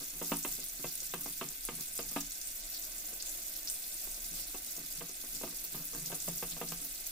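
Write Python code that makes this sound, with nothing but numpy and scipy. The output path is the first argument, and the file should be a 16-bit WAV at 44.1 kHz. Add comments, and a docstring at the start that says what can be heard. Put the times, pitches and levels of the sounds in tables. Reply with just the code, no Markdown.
"""A tap runs into a ceramic basin, close by in a small bathroom. From the start its airy stream
fizzes with tiny bursting bubbles, spits now and then and drums on the basin floor. For the first
two seconds a hand works a wet sponge against the rim, knocking and rubbing so that the basin rings.
Then the sponge is wetted and squelches, and the drain gives one faint, low gurgle. Just after four
seconds a second round of strokes begins, and late in it the cabinet drones. The room rumbles softly."""
import sys
import numpy as np
from scipy import signal
from scipy.fft import rfft, irfft
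from scipy.io import wavfile
from scipy.ndimage import uniform_filter1d

SR = 44100
rng = np.random.default_rng(int(sys.argv[2]) if len(sys.argv) > 2 else 0)


def wav_record(signal):
    """Record a signal, one row per channel, as 16-bit PCM in the file named by sys.argv[1]."""
    frames = np.transpose(np.atleast_2d(signal))
    bounded = np.clip(frames, -1, 1)
    # unit amplitude maps onto the largest positive 16-bit level
    quanta = np.round(bounded * 32767).astype(np.int16)
    wavfile.write(sys.argv[1], SR, quanta)


N = 313551
TIME = np.arange(N) / SR
HIGHEST_HZ = 15850

# How the splash swells and sinks as the hands disturb it: time_s, change_db
SPLASH_SWELLS = [(0.0, 1), (0.11, -1.5), (0.18, -4), (0.25, 2), (0.62, 1), (0.74, -0.5), (0.95, 0.5),
                 (1.3, -1.5), (1.9, -1), (2.13, 1.5), (2.4, -1.5), (3.4, 0), (4.4, 0), (4.9, -1), (5.9, -1),
                 (6.08, 1.5), (6.55, 0.5), (7.1, -0.5)]
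# How strong the stream's hiss is from low to high: pitch_hz, level_db
STREAM_TONE = [(300, -21), (900, -24), (1300, -19), (2200, -14.5), (3100, -6), (3700, -6.5), (5000, -3),
               (6500, 3), (7500, 1), (9800, 1.5), (11800, 1.5), (14000, 5.5), (15000, 8.5), (16000, -24)]
# Pitches that the air in the bowl boosts or weakens: pitch_hz, width_hz, boost_db
BOWL_RESONANCES = [(1518, 137, 12.5), (1792, 33, 12), (1950, 90, 3), (2120, 190, 8.5), (2420, 34, 1),
                   (2605, 57, 11.5), (2920, 75, -7), (3120, 46, -14), (3585, 41, 1.5), (4990, 69, 9),
                   (5344, 35, 8.5), (6190, 39, 5.5), (7530, 110, 4.5), (7360, 120, 1.5), (8300, 160, 4),
                   (9170, 95, 8), (11100, 120, 6.5)]


def tap_stream(level_db):
    """Bubbles burst over a smooth hiss of foam; the jet flutters and the bowl shapes its tone."""
    fizz = bubbles(per_s=1100, spread_db=4.5, cycles=0.76, echo_db=-2.5)
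    foam = amp(-1) * rng.standard_normal((2, N))
    drips = amp(-10.5) * bubbles(per_s=70, spread_db=4, cycles=3.5, echo_db=-6)
    wash = amp(-1) * unit_level(band(rng.standard_normal((2, N)), 390, 3900))  # the film of water
    water = fizz + foam + drips + wash
    # The stream stays in one place, so its echoes off the walls give a steady, hollow tone.
    mono = water.sum(0, keepdims=True) / np.sqrt(2)
    water += amp(-6.5) * signal.oaconvolve(mono, echoes(fade_s=0.044), axes=1)[:, :N]
    # Cut the sound into short slices, so that each pitch can waver by itself.
    hz, t, slices = signal.stft(water, SR, nperseg=512, noverlap=384)
    patches = uniform_filter1d(rng.standard_normal((len(t), len(hz))), size=8, axis=0)
    patches = unit_level(uniform_filter1d(patches, size=14, axis=1)).T
    flutter = wobble(len(t), smooth=4)
    swell = np.interp(t, *np.transpose(SPLASH_SWELLS)) + 0.77 * surges(t)
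    fizz_swell = at_pitch([(8000, 0), (12000, 0.85)], hz)[:, None] * 0.84 * surges(t)
    depth = at_pitch([(2500, 0.13), (5500, 0.89)], hz)[:, None]  # the low wash is steadier than the spray
    slices = slices * amp(depth * (swell + fizz_swell + 0.37 * patches + 1.08 * flutter))
    water = signal.istft(slices, SR, nperseg=512, noverlap=384)[1][:, :N]
    hz = np.fft.rfftfreq(N, 1 / SR)
    bowl_db = sum(db / (1 + (2 * (hz - pitch) / width) ** 2) for pitch, width, db in BOWL_RESONANCES)
    water = irfft(rfft(water) * amp(at_pitch(STREAM_TONE, hz) + bowl_db), N)
    return amp(level_db) * unit_level(water) * amp([[-1], [0]])  # a little softer on the left


def bubbles(per_s, spread_db, cycles, echo_db, sizes=40):
    """Bubbles of many sizes burst at random, each size at its own spot in the bowl."""
    out = np.zeros((2, N))
    for hz in np.linspace(3500, 15500, sizes):
        chance = rng.random(N)
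        strength = np.minimum(rng.exponential(1, N), 3)
        paths = amp(echo_db) * echoes(fade_s=0.23, size=2048) + echoes(fade_s=0.0092, size=2048)
        paths[[0, 1], rng.integers(0, 4, 2)] += 1  # the straight path to each ear
        burst = signal.fftconvolve(paths, pop(hz, cycles)[None], axes=1)
        for i in np.flatnonzero(chance < per_s / sizes / SR):
            add(out, i / SR, amp(spread_db * strength[i]) * burst)
    return unit_level(out)


def pop(hz, cycles, size=192):
    """One bursting bubble: a tiny tone that swells for the given cycles, then dies."""
    turns = np.arange(size) / SR * min(hz, HIGHEST_HZ)
    wave = turns * np.exp(-turns / cycles) * np.sin(2 * np.pi * turns)
    return wave / np.linalg.norm(wave)


# Larger bubbles that snap in the stream and on the sponge: start_s, strength_db, pitch_hz, spray_db
BUBBLE_SNAPS = [(0.3681, -25.5, 9830, -3), (0.4363, -31.5, 7250, 2), (0.5242, -30.5, 6600, -6),
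                (0.6396, -31, 12100, 6), (0.9535, -30, 9700, -8), (1.0027, -30.5, 6800, 1),
                (1.209, -29, 14400, 3), (1.487, -31, 6800, -2), (1.6505, -25, 11000, 0),
                (1.8102, -30, 14200, 4), (1.9762, -27.5, 8700, -2), (2.2058, -30.5, 6460, 5),
                (2.3195, -32, 8000, -1), (3.224, -29, 7300, -6), (3.6732, -28.5, 5400, -1),
                (3.6989, -25, 9100, -5), (5.3486, -34, 7360, 10), (5.6404, -28, 14400, -3),
                (5.8531, -31, 14400, 0), (6.0585, -32.5, 6500, 0), (6.6866, -31, 8100, 0),
                (6.849, -29, 14200, 4), (7.0716, -28, 13900, -4)]


def spits(gain_db):
    """Larger bubbles snap in a quick cluster and throw a short spray; small ones join at random."""
    out = np.zeros((2, N))
    small = [(start, -33, 6000 + 8500 * dice, 5) for start, dice in random_times(per_s=2.5)]
    for start, strength_db, hz, spray_db in BUBBLE_SNAPS + small:
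        cluster = amp(spray_db) * echoes(fade_s=0.13) + echoes(fade_s=0.011)
        cluster[:, 0] += 0.5
        snap = signal.fftconvolve(cluster, pop(hz, cycles=0.79)[None], axes=1)
        snap /= snap[:, :SR // 400].std()
        treble_db = at_pitch([(9000, -0.99), (14000, -1.3)], hz)
        add(out, start + 0.0008, amp(strength_db + gain_db + treble_db) * snap)
    return out


# The two rounds in which the sponge lies on the rim: start_s, end_s
SPONGE_ROUNDS = [(0.0, 2.3), (4.25, 6.4)]
# Knocks on the basin, plus one faint, low gurgle of the drain at 3.13 s:
# start_s, force_db, contact_ms, spot_db (how much the spot adds to the body of the sound)
KNOCKS_AND_GURGLE = [(0.214, -42.5, 1.3, -4.5), (0.317, -31.5, 1.4, -15.5), (0.448, -45, 0.14, -2.5),
                     (0.582, -54, 4.2, 0), (0.842, -46.5, 0.38, -1.5), (1.137, -45, 0.14, -2.5),
                     (1.259, -47.5, 1.05, -8), (1.412, -44, 0.15, -3), (1.687, -47, 0.13, -3),
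                     (1.99, -47.5, 0.3, -1.5), (2.113, -59.5, 0.6, -4), (2.161, -33.5, 1.28, -20),
                     (3.126, -62.5, 0.8, 1), (4.07, -60, 0.5, -4), (4.544, -52.5, 0.39, -1),
                     (4.78, -50.5, 3.8, -7), (5.009, -51.5, 0.41, -2), (5.411, -55, 1, 2),
                     (5.433, -45, 0.99, -0.5), (5.473, -54.5, 0.8, -19), (5.744, -44.5, 3, -10),
                     (5.933, -56, 1.2, 0), (5.948, -53.5, 0.87, -14), (6.102, -54.5, 1.2, 1),
                     (6.117, -53, 0.1, -12), (6.125, -49, 0.8, -1.5), (6.278, -46, 1, -1),
                     (6.425, -45.5, 0.42, -2.5), (6.566, -53.5, 0.7, -8), (6.613, -43.5, 0.65, 0),
                     (6.72, -50, 0.22, -6)]


def knocks_and_gurgle(boom_db, body_db, ring_db, clack_db):
    """Soft knocks boom, hard ones ring and clack; the drain's gurgle sounds the same basin notes."""
    out = np.zeros((2, N))
    light_taps = [(start, -64 + 4 * dice, 0.91, 0)
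                  for begin, end in SPONGE_ROUNDS for start, dice in random_times(2.0, begin, end)]
    for start, force_db, contact_ms, spot_db in KNOCKS_AND_GURGLE + light_taps:
        contact_s = contact_ms / 1000
        blow = basin_ring()
        t = np.arange(blow.shape[1]) / SR
        blow *= 1 - np.exp(-t / (0.26 * contact_s))  # a longer contact starts more gently
        # Late in round two the sponge presses on another spot, which favours the cabinet's lowest note.
        boom_hz = (185, 310) if start < 5.5 else (150, 255)
        boom, body = band(blow, *boom_hz), -band(blow, 340, 620)
        ring, clack = band(blow, 700, 1300), -band(blow, 1550, 4000)
        muting = np.hypot(1, contact_s * np.array([0, 460, 915, 2470]))  # high parts are muted most
        gains = amp(force_db + np.array([boom_db, body_db + spot_db, ring_db, clack_db])) / muting
        parts = [part / part[:, :SR // 25].std() for part in (boom, body, ring, clack)]
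        add(out, start, sum(gain * part for gain, part in zip(gains, parts)))
    return out * amp([[-1], [0]])


# Notes at which the basin and its cabinet ring: pitch_hz, level_db, fade_s (time to drop by 60 dB)
BASIN_NOTES = [(143.4, -7.5, 0.6), (169.7, 4.5, 0.34), (226, -7, 0.26), (243.3, -1.5, 0.13),
               (281.4, -1.5, 0.25), (351, -3, 0.19), (376.3, -2, 0.16), (474.4, 0.5, 0.14),
               (667.4, -1.5, 0.1), (741, -11, 0.22), (843, -14, 0.028), (887, -19.5, 0.11),
               (929, -4.5, 0.091), (1043, -2.5, 0.03), (1120, -7, 0.1), (1218, -4, 0.11),
               (1322, -9.5, 0.11), (1570, -0.5, 0.055), (1693, -14.5, 0.18), (2060, -7.5, 0.1),
               (2510, -16, 0.11), (2660, -4, 0.11)]
# The dense clatter between those notes: pitch_hz, level_db
CLATTER_TONE = [(60, -46), (130, -58), (300, -1), (600, 6), (1200, -6.5), (1800, -6.5), (3000, 1.5),
                (4500, -7), (9000, -27)]
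# How long that clatter lasts: pitch_hz, fade_s
CLATTER_FADES = [(150, 0.2), (500, 0.099), (1000, 0.2), (3000, 0.23), (8000, 0.086)]


def basin_ring(size=16384):
    """The basin's answer to one blow: a clatter, and notes whose balance depends on where it is hit."""
    t = np.arange(size) / SR
    hz, db, fade_s = np.transpose(BASIN_NOTES)[:, :, None]
    weight, side, shift = rng.standard_normal((3, len(BASIN_NOTES), 1))
    fades = amp(db + 3 * weight - 60 * t / fade_s)
    phase = 2 * np.pi * hz * t + 0.72 * shift
    lag = 0.31 * side * np.minimum(hz / 1000, 1)  # higher notes reach the two ears out of step
    notes = np.array([(fades * np.sin(phase + ear * lag)).sum(0) for ear in (-1, 1)])
    slice_hz, slice_s, slices = signal.stft(noise(CLATTER_TONE, size), SR, nperseg=256)
    slices *= amp(-60 * slice_s / at_pitch(CLATTER_FADES, slice_hz)[:, None])
    clatter = signal.istft(slices, SR, nperseg=256)[1][:, :size]
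    punch = 1 + 1.34 * np.exp(-t / 0.0062)  # the blow is louder than the ring it leaves
    onset = 1 - np.exp(-t / 0.00026)
    return (notes * np.sqrt(punch) + amp(0.5) * clatter * punch) * onset


def sponge_rubbing(gain_db, cabinet_db):
    """The sponge grips and slips along the rim, which keeps the basin's low notes humming."""
    grip = amp(7 * np.tanh(wobble(N, smooth=900)))
    rub_tone = [(80, -6), (145, 5), (170, -4), (225, 0.5), (280, 4), (400, -5.5), (800, -5), (2000, -4)]
    friction = noise(rub_tone) * grip
    hum = np.zeros((2, N))
    for hz, db, fade_s in BASIN_NOTES:
        sharpness = hz * fade_s * np.pi / np.log(1000)  # a note that rings longer is purer
        hum += amp(db) * fade_s * signal.lfilter(*signal.iirpeak(hz, sharpness, SR), friction)
    cabinet = unit_level(band(hum, 158, 182)) * np.interp(TIME, [5, 5.5], [0, 1])  # drones in late
    return amp(gain_db) * (unit_level(band(hum, 130, 2400)) + amp(cabinet_db) * cabinet) * pressure()


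# Strokes of the sponge along the rim: start_s, length_s, strength_db
SPONGE_STROKES = [(0.0, 0.024, -53), (0.129, 0.18, -54), (0.48, 0.15, -59), (0.789, 0.084, -51),
                  (0.923, 0.078, -64), (1.14, 0.17, -58), (1.443, 0.066, -49), (1.691, 0.12, -53.5),
                  (1.984, 0.22, -55), (4.31, 0.041, -57), (4.766, 0.064, -54), (4.968, 0.083, -54),
                  (5.318, 0.05, -58.5), (5.437, 0.093, -51), (5.722, 0.1, -50.5), (5.942, 0.22, -52.5),
                  (6.27, 0.054, -49), (6.458, 0.15, -58.5), (6.69, 0.2, -55.5)]


def pressure(resting_db=-65.5, grip_s=0.007, release_s=0.031):
    """How hard the sponge drags: lightly all through a round, harder in each stroke."""
    out = np.zeros(N)
    resting = [(start, end - start, resting_db) for start, end in SPONGE_ROUNDS]
    for start, length, db in SPONGE_STROKES + resting:
        t = TIME - start
        build_up = np.clip(t / grip_s, 0, 1)
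        let_go = np.exp(-np.clip((t - length) / release_s, 0, 20))
        out = np.maximum(out, amp(db) * build_up * let_go)
    return out


# Water squeezed through the sponge: start_s, length_s, first_pitch_hz, last_pitch_hz, level_db
SPONGE_SQUEEZES = [(0.605, 0.047, 4760, 4500, -50), (0.863, 0.071, 5600, 4860, -50),
                   (2.40, 0.11, 8000, 9250, -49), (2.731, 0.055, 5740, 4330, -47),
                   (3.197, 0.022, 4730, 5260, -45), (3.243, 0.078, 6900, 7350, -46),
                   (3.674, 0.022, 4400, 6540, -41.5), (3.679, 0.095, 7400, 10000, -45.5),
                   (4.328, 0.15, 5540, 4730, -52), (5.345, 0.037, 5100, 5200, -48),
                   (6.038, 0.06, 5470, 4460, -50), (6.508, 0.035, 4000, 4320, -47.5),
                   (6.661, 0.064, 4900, 6030, -49.5)]


def sponge_squelches(width_hz, grain_db):
    """A crowd of tiny bubbles slides in pitch as the pores open or close; faint seeps come at random."""
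    out = np.zeros((2, N))
    seeps = []
    for start, dice in random_times(per_s=1.2):
        hz = 5100 * 1.4 ** (dice - 0.5)
        seeps.append((start, 0.075, hz, 0.76 * hz, -55.5))
    low_pass = signal.butter(2, width_hz / 2, fs=SR)
    for start, length, first_hz, last_hz, db in SPONGE_SQUEEZES + seeps:
        size = round(length * SR)
        crowd = rng.standard_normal((2, SR // 4)) * amp(grain_db * wobble(SR // 4, smooth=90))
        slide = np.exp(2j * np.pi * np.cumsum(np.geomspace(first_hz, last_hz, size)) / SR)
        # Keep only the noise that lies near the sliding pitch.
        hiss = (slide * signal.lfilter(*low_pass, crowd[:, :size] / slide)).real
        add(out, start, amp(db) * unit_level(hiss * signal.windows.tukey(size, 0.5)))
    return out


# How hard the water drums on the basin floor: time_s, strength_db
DRUM_STRENGTH = [(0.0, -64), (1.5, -69.5), (2.5, -64), (2.9, -60.5), (4.1, -62), (5.0, -63.5), (7.1, -62.5)]
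# The tone of that drumming: pitch_hz, level_db
DRUM_TONE = [(90, -16), (165, 3), (195, -12), (222, 8.5), (260, -13), (300, 8.5), (420, -5), (600, 3),
             (740, 3.5), (850, -8), (1300, -5.5), (2500, -9.5)]


def water_drumming(gain_db, uneven_db):
    """The falling water drums unevenly on the basin floor."""
    lumps = amp(uneven_db * wobble(N, smooth=900))
    strength_db = np.interp(TIME, *np.transpose(DRUM_STRENGTH))
    return amp(gain_db + strength_db) * unit_level(noise(DRUM_TONE) * lumps)


# The tone of the room's rumble: pitch_hz, level_db
RUMBLE_TONE = [(8, -6.5), (20, -10), (28, 2.5), (38, -2.5), (50, -20), (63, -15.5), (85, -27.5),
               (130, -27.5), (300, -28.5), (1000, -99)]


def room_rumble(level_db):
    """A deep, steady noise fills the room."""
    return amp(level_db) * noise(RUMBLE_TONE)


# How alike the two ears hear a noise: pitch_hz, likeness (0 unrelated, 1 the same)
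EAR_LIKENESS = [(30, 0.97), (70, 0.44), (170, 1), (300, 0.97), (640, 1), (1400, 0.74), (3000, 0.076),
                (15000, 0.084)]


def noise(tone, size=N):
    """Stereo noise with the given tone, alike on both sides in the bass."""
    hz = np.fft.rfftfreq(size, 1 / SR)
    left, other = rfft(rng.standard_normal((2, size)))
    likeness = at_pitch(EAR_LIKENESS, hz)
    right = likeness * left + np.sqrt(1 - likeness ** 2) * other
    return unit_level(irfft(np.array([left, right]) * amp(at_pitch(tone, hz)), size))


def echoes(fade_s, size=4096):
    """Dense echoes off the bowl and the tiles, different on each side."""
    t = np.arange(size) / SR
    tail = rng.standard_normal((2, size)) * amp(-60 * t / fade_s) * (1 - np.exp(-t / 0.00017))
    return tail / np.linalg.norm(tail, axis=1, keepdims=True)


def random_times(per_s, start=0, end=N / SR):
    """Random moments at an average rate, each with its own dice roll from 0 to 1."""
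    gap, dice = rng.random((64, 2)).T
    times = start - np.cumsum(np.log(1 - gap)) / per_s
    return list(zip(times[times < end], dice))


def surges(t, every_s=0.07):
    """Random swells and dips at an even pace."""
    heights = rng.standard_normal(1024)
    return unit_level(np.interp(t / every_s, np.arange(len(heights)), heights))


def wobble(size, smooth):
    """A random wavering; smoothing over more steps makes it slower."""
    return unit_level(uniform_filter1d(rng.standard_normal(size), smooth))


def band(x, low_hz, high_hz):
    """Keeps the sound between two pitches."""
    return signal.sosfilt(signal.butter(2, [low_hz, high_hz], "band", fs=SR, output="sos"), x)


def at_pitch(points, hz):
    """Looks up a value between rows of (pitch_hz, value), spacing octaves evenly."""
    pitches, values = np.transpose(points)
    return np.interp(np.log(hz + 1), np.log(pitches + 1), values)


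def add(mix, start_s, sound):
    """Adds a stereo sound to the mix at a given time."""
    part = mix[:, round(start_s * SR):][:, :sound.shape[1]]
    part += sound[:, :part.shape[1]]


def amp(db):
    """Turns decibels into a multiplier."""
    return 10 ** (np.asarray(db) / 20)


def unit_level(x):
    """Scales a signal to an average (rms) level of one."""
    return x / np.sqrt(np.mean(x ** 2) + 1e-20)


def scene():
    """Running water, the working sponge, the drain and the room, heard together."""
    water = tap_stream(level_db=-41) + spits(gain_db=-4) + water_drumming(gain_db=3, uneven_db=1.5)
    basin = knocks_and_gurgle(boom_db=-5.5, body_db=-1.5, ring_db=-3.5, clack_db=-1.5)
    sponge = sponge_rubbing(gain_db=-2.5, cabinet_db=-6.5) + sponge_squelches(width_hz=1720, grain_db=3)
    return water + basin + sponge + room_rumble(level_db=-57.5)


def record(dry):
    """Cuts away the very highest treble."""
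    low_pass = signal.firwin(701, HIGHEST_HZ, window=("kaiser", 9), fs=SR)
    return signal.oaconvolve(dry, low_pass[None], "same")


dry = scene()
out = record(dry)
wav_record(out)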